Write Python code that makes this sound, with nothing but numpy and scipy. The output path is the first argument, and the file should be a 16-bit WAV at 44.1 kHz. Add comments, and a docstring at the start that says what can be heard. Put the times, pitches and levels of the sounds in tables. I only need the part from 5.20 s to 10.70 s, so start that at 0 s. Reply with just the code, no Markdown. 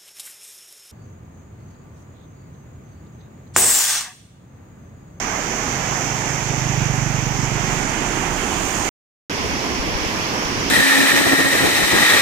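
"""Floodwater roars out of dam gates below a phone held on the road bridge: noise in flickering bands,
coloured for each port and partly shared between them, with hiss above it.
A single-cylinder motorcycle thumps past as pulses that ring its exhaust, a far engine hums as a sine,
and low traffic rumble swells as resonant noise. The phone slowly turns; after a silent pause it stands
further along the bridge, where wind, low rumble and single pressure pulses, buffets its left port."""
import sys
import numpy as np
from scipy import signal
from scipy.fft import rfft, irfft
from scipy.io import wavfile
from scipy.ndimage import uniform_filter1d

SR = 44100
rng = np.random.default_rng(int(sys.argv[2]) if len(sys.argv) > 2 else 0)


def to_wav(sig):
    """Store sig (one row per channel, or 1-D mono) as 16-bit WAV at the path in sys.argv[1].

    Samples outside -1..1 are clipped; the rate is SR.
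    """
    pcm = np.clip(np.atleast_2d(sig), -1, 1) * 32767
    pcm = np.round(pcm).astype(np.int16)
    wavfile.write(sys.argv[1], SR, pcm.T)  # frames by channels


N = 242550
T = np.arange(N) / SR  # s
F = np.arange(N // 2 + 1) * SR / N  # Hz

# All levels hold ahead of the port ring and the gain control.
# Spectrum of the roar over the rail, before the turn.
# Each row: frequency [Hz], left port [dB per Hz], right port [dB per Hz].
RAIL_SPECTRUM = [(30, -70, -61), (150, -58.5, -53.5), (360, -59.5, -55.5), (550, -65.5, -59),
                 (800, -60.5, -53), (1180, -68.5, -58), (2200, -68.5, -56.5), (3250, -67.5, -67.5),
                 (4010, -73, -78.5), (5170, -71, -65), (6320, -75.5, -55.5), (7170, -85, -62),
                 (9180, -87, -84.5), (15000, -99.5, -85.5)]
# Spectrum of the roar towards which the turn leads.
# Each row: frequency [Hz], left port [dB per Hz], right port [dB per Hz].
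TURNED_SPECTRUM = [(30.3, -63.5, -50.5), (150, -58.5, -51.5), (350, -55.5, -48), (520, -66.5, -56.5),
                   (776, -57.5, -50.5), (1120, -65.5, -54), (2210, -69.5, -56), (3180, -66.5, -59.5),
                   (3880, -73, -70.5), (5180, -67.5, -69), (6560, -76, -57), (7140, -87.5, -58.5),
                   (9800, -88, -79), (15000, -100.5, -85)]
# Spectrum of the roar further along the bridge.
# Each row: frequency [Hz], left port [dB per Hz], right port [dB per Hz].
BRIDGE_SPECTRUM = [(30, -71, -57.5), (154, -58.5, -54), (356, -57, -51), (614, -65, -57), (1010, -56, -56),
                   (1330, -63.5, -61), (2220, -62.5, -58.5), (3300, -66.5, -61.5), (3780, -71, -69),
                   (5500, -66.5, -61), (6570, -77, -65.5), (8130, -84.1, -79), (10000, -86.5, -80.5),
                   (15000, -98, -85.5)]
# Paths by which one water mass reaches both ports, at the rail and along the bridge.
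# Each row: lag of the right port [ms], weight in the shared sound [0-1], frequency where it fades [Hz].
RAIL_PATHS = [(0.0, 0.72, 1300), (0.45, 0.16, 4000), (-0.45, 0.1, 4000)]
BRIDGE_PATHS = [(-0.13, 0.56, 950), (-0.31, 0.38, 1800)]
# The motorcycle as it passes. Each row: time [s], firing rate [Hz], level before panning [dB].
MOTORCYCLE_PASS = [(0.2, 26.9, -45.5), (0.55, 26.68, -34.5), (0.75, 25.95, -33.5), (1.2, 25.45, -29.5),
                   (1.45, 25.35, -25.5), (1.63, 24.63, -22.5), (1.87, 24.4, -22.5), (2.2, 24.12, -26.5),
                   (2.5, 24, -28), (2.7, 23.77, -35.5), (3.4, 23.44, -42.5)]
# Resonances of the exhaust pipe. Each row: frequency [Hz], width [Hz], relative gain [dB].
EXHAUST_RESONANCES = [(131, 56.6, 1), (50, 11, -10.5), (191, 72, -21)]
# The far engine. Each row: time [s], frequency [Hz], mean level before panning [dB].
ENGINE_HUM = [(0, 38.6, -45), (1.2, 38.3, -43), (1.8, 37.8, -39.5), (2.5, 36.8, -37), (3.0, 36.7, -37),
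              (3.68, 36.2, -40)]
# Single eddies at the left port. Each row: time of the pulse [s], size [dB], time scale [ms].
EDDY_PULSES = [(4.251, -25, 3.2), (4.603, -14, 3.4), (4.756, -13, 3.7), (4.82, -21, 2.5), (4.864, -15, 2.1),
               (5.255, -23, 4.5)]
# Smooth moves of the hand. Each row: start [s], length [s], share of a whole turn [0-1].
PHONE_TURNS = [(-.5, 2.4, 0.14), (2.15, 0.59, 0.44), (3.08, 0.33, 0.32)]
# Gusts at the left port. Each row: start of the hold [s], length of the hold [s], level [dB].
WIND_GUSTS = [(2.03, 0.21, -39), (4.23, 0.074, -28), (4.5, 0.34, -30), (4.95, .3, -36.5), (5.3, .3, -32)]
# Swells of traffic rumble. Each row: start of the hold [s], its length [s], level before panning [dB].
TRAFFIC_SWELLS = [(.4, .05, -36), (2.35, .1, -37.5), (2.9, .05, -34), (4.3, .05, -34), (5.1, .05, -34.5)]

PAUSE_START_S, PAUSE_END_S = 3.6908, 4.0968
FLOW_WANDER_DB = 0.02  # rms of a very slight wander of the whole roar
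HUM_PAN_DB = -9  # left minus right
A_FIRING_S = 1.6155  # one firing falls here and sets the phase of all others
BIKE_PAN_DB, BIKE_PAN_DB_PER_S = -10.5, -2.5  # left minus right at that firing, and its drift
GUST_RISE_DB_PER_S, GUST_FALL_DB_PER_S, BREEZE_DB = 109, 88, -56.5
TRAFFIC_RISE_DB_PER_S, TRAFFIC_FALL_DB_PER_S = 30.5, 12.5
HISS_LOW_HZ, HISS_HIGH_HZ, FINEST_LOW_HZ = 7550, 10100, 11120
HISS_DB, FINEST_DB = -37, -38.5  # at the right port after a whole turn
HISS_GROWTH, FINEST_GROWTH = 1.4, 3.5  # exponents on the turn
RING_HZ, RING_WIDTH_HZ, RING_DB = 14700, 700, 6
GAIN_ABOVE_DB, GAIN_RATIO, GAIN_S = -22, 1.25, .2  # threshold, ratio, time constant
TOP_HZ = 15450


def undb(db):
    """Amplitude follows level logarithmically: 20 dB are a factor of ten."""
    return 10 ** (np.asarray(db) / 20)


def curves(table):
    """Linear interpolation carries each column of a timed table to every sample."""
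    seconds, *columns = np.transpose(table)
    return [np.interp(T, seconds, column) for column in columns]


def unit(x):
    """Dividing by the root mean square gives unit power."""
    return x / np.sqrt(np.mean(x ** 2))


def resonate(x, hz, width_hz):
    """Two equal resonators in series multiply their responses, which steepens the skirts."""
    b, a = signal.iirpeak(hz, hz / width_hz, fs=SR)
    once = signal.lfilter(b, a, x)
    return signal.lfilter(b, a, once)


def walk(rate_hz):
    """Random fluctuation of rms 1: independent values, held and then smoothed by two running means."""
    hold = int(SR / rate_hz)
    steps = np.repeat(rng.standard_normal(N // hold + 1), hold)
    smooth = uniform_filter1d(uniform_filter1d(steps, hold), hold)
    return unit(smooth[:N])


def panned(x, pan_db):
    """A level difference between the ports, split evenly about the mean level in dB."""
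    left_minus_right = pan_db + 0 * T
    return x * undb(np.array([left_minus_right, -left_minus_right]) / 2)


def swells(table, rise_db_per_s, fall_db_per_s):
    """The loudest event governs: its level rises steadily, holds and falls steadily in dB."""
    levels = []
    for start, hold, db in table:
        before = np.maximum(start - T, 0)
        after = np.maximum(T - start - hold, 0)
        levels.append(db - rise_db_per_s * before - fall_db_per_s * after)
    return undb(np.max(levels, axis=0))


def turned():
    """Rotation of the phone as a sum of sine-squared moves, from 0 to 1 for a whole turn."""
    turn = 0
    for start, length, share in PHONE_TURNS:
        progress = np.clip((T - start) / length, 0, 1)
        turn = turn + share * np.sin(np.pi / 2 * progress) ** 2
    return np.clip(turn, 0, 1)


def traffic(hz=240, width_hz=260, lumpy_db=0.5, pan_db=-7):
    """Resonant low noise of distant traffic, with one waveform at both ports."""
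    noise = resonate(rng.standard_normal(N), hz, width_hz)
    rumble = unit(noise * undb(lumpy_db * walk(9)))
    return panned(rumble * swells(TRAFFIC_SWELLS, TRAFFIC_RISE_DB_PER_S, TRAFFIC_FALL_DB_PER_S), pan_db)


def hum():
    """A pure tone is the sine of accumulated phase; its pitch drifts and its level wavers."""
    hz, db = curves(ENGINE_HUM)
    phase = 2 * np.pi * np.cumsum(hz) / SR
    tone = np.sqrt(2) * np.sin(phase) * undb(db + .8 * walk(6))
    return panned(tone * (T < PAUSE_END_S), HUM_PAN_DB)


def wind(rumble_hz=70, width_hz=110, lumpy_db=2, right_db=-25):
    """Turbulence at a port: eddies give lumpy low noise, and a few hard suction pulses that rebound."""
    noise = resonate(rng.standard_normal(N), rumble_hz, width_hz)
    rumble = unit(noise * undb(lumpy_db * walk(25)))
    gusts = swells(WIND_GUSTS, GUST_RISE_DB_PER_S, GUST_FALL_DB_PER_S)
    pressure = rumble * (undb(BREEZE_DB) + gusts)
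    for seconds, db, ms in EDDY_PULSES:
        u = (T - seconds) * 1000 / ms
        suction = np.exp(-u ** 2)
        rebound = 0.53 * np.exp(-(u - 1.9) ** 2 / 1.6)
        pressure = pressure - undb(db) * (suction - rebound)
    return pressure * undb([[0], [right_db]])


def motorcycle(scatter_db=.8, jitter_ms=.25, fade_s=.15):
    """Impulse excitation of resonators: one slightly uneven firing a cycle rings the exhaust pipe."""
    hz, db = curves(MOTORCYCLE_PASS)
    cycles = np.cumsum(hz) / SR
    cycles_from_anchor = cycles - np.interp(A_FIRING_S, T, cycles)
    firings = np.flatnonzero(np.diff(np.floor(cycles_from_anchor)))
    timing, strength = rng.standard_normal((2, len(firings)))
    shift = (timing * jitter_ms * SR / 1000).astype(int)
    pulses = np.zeros(N)
    pulses[np.clip(firings + shift, 0, N - 1)] = -undb(scatter_db * strength)
    pipe = sum(undb(gain_db) * resonate(pulses, pipe_hz, width_hz)
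               for pipe_hz, width_hz, gain_db in EXHAUST_RESONANCES)
    first_s, last_s = MOTORCYCLE_PASS[0][0], MOTORCYCLE_PASS[-1][0]
    fade = np.clip(np.minimum(T - first_s, last_s - T) / fade_s, 0, 1)
    pan_db = BIKE_PAN_DB + BIKE_PAN_DB_PER_S * (T - A_FIRING_S)
    return panned(unit(pipe) * undb(db) * fade, pan_db)


def spray(left_db=-22):
    """Filtered noise as thin, smooth hiss, which grows with the turn and favours the right port."""
    noise = rfft(rng.standard_normal((2, N)))
    above_low = 1 / (1 + (HISS_LOW_HZ / (F + 1)) ** 16)
    below_high = 1 / (1 + (F / HISS_HIGH_HZ) ** 40)
    above_finest = 1 / (1 + (FINEST_LOW_HZ / (F + 1)) ** 16)
    hiss = unit(irfft(noise * above_low * below_high, N))
    finest = unit(irfft(noise * above_finest, N))
    turn = turned()
    both = hiss * undb(HISS_DB) * turn ** HISS_GROWTH + finest * undb(FINEST_DB) * turn ** FINEST_GROWTH
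    return both * undb([[left_db], [0]]) * (T < PAUSE_END_S)


def churn(slosh_db=.5, flicker_db=0.85):
    """Countless splashes superpose to noise: spectra of two water masses whose half-octave bands flicker."""
    spectra = rfft(rng.standard_normal((2, N)))
    octave = np.log2(np.maximum(F, 1))
    masses, slosh = 0, walk(5)
    for centre in np.arange(3.5, 14.6, .5):
        # neighbouring bands overlap and add up to a flat whole
        window = np.cos(np.pi / 2 * np.clip((octave - centre) * 2, -1, 1)) ** 2
        # the slower slosh is akin in neighbouring bands
        slosh = .8 * slosh + .6 * walk(5)
        level_db = slosh_db * slosh + flicker_db * walk(22)
        masses = masses + irfft(spectra * window, N) * undb(level_db)
    return rfft(unit(masses) * np.sqrt(SR / 2))  # mean density 0 dB per Hz


def at_ports(masses, spectrum, paths):
    """Partial coherence: the right port shares the delayed paths and hears the rest on its own."""
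    hz, *port_db = np.transpose(spectrum)
    left_gain, right_gain = [undb(np.interp(np.log(F + 1), np.log(hz), db)) for db in port_db]
    shared = 0
    for lag_ms, share, fade_hz in paths:
        delay = np.exp(-2j * np.pi * F * lag_ms / 1000)
        shared = shared + share * np.exp(-(F / fade_hz) ** 2) * delay
    own = np.sqrt(np.clip(1 - np.abs(shared) ** 2, 0, 1))  # completes the power to 1
    left = left_gain * masses[0]
    right = right_gain * (shared * masses[0] + own * masses[1])
    return irfft(np.array([left, right]), N)


def water():
    """Directional colouring: the turn brings the right port to the spray, the second stand has its own hue."""
    masses, turn = churn(), turned()
    over_rail = at_ports(masses, RAIL_SPECTRUM, RAIL_PATHS)
    after_turn = at_ports(masses, TURNED_SPECTRUM, RAIL_PATHS)
    first_stand = (1 - turn) * over_rail + turn * after_turn
    second_stand = at_ports(masses, BRIDGE_SPECTRUM, BRIDGE_PATHS)
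    roar = np.where(T < PAUSE_END_S, first_stand, second_stand)
    return roar * undb(FLOW_WANDER_DB * walk(1.9))


def scene():
    """Superposition: the pressures of all sources on the bridge add."""
    return traffic() + hum() + wind() + motorcycle() + spray() + water()


def gain_control(x):
    """Compression: above a threshold of running rms, both channels are turned down by one gain."""
    keep = np.exp(-1 / (GAIN_S * SR))
    power = signal.lfilter([1 - keep], [1, -keep], np.mean(x ** 2, axis=0))
    excess = np.maximum(np.sqrt(power) / undb(GAIN_ABOVE_DB), 1)
    return x * excess ** (1 / GAIN_RATIO - 1)


def record(dry):
    """Linear resonance of the ports, then compression, silence in the pause and a steep low-pass."""
    ring = signal.lfilter(*signal.iirpeak(RING_HZ, RING_HZ / RING_WIDTH_HZ, fs=SR), dry)
    heard = dry + (undb(RING_DB) - 1) * ring
    running = (T < PAUSE_START_S) | (T > PAUSE_END_S)
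    low_pass = signal.ellip(10, .2, 80, TOP_HZ, fs=SR, output="sos")
    return signal.sosfilt(low_pass, gain_control(heard) * running)


dry = scene()
out = record(dry)
to_wav(out)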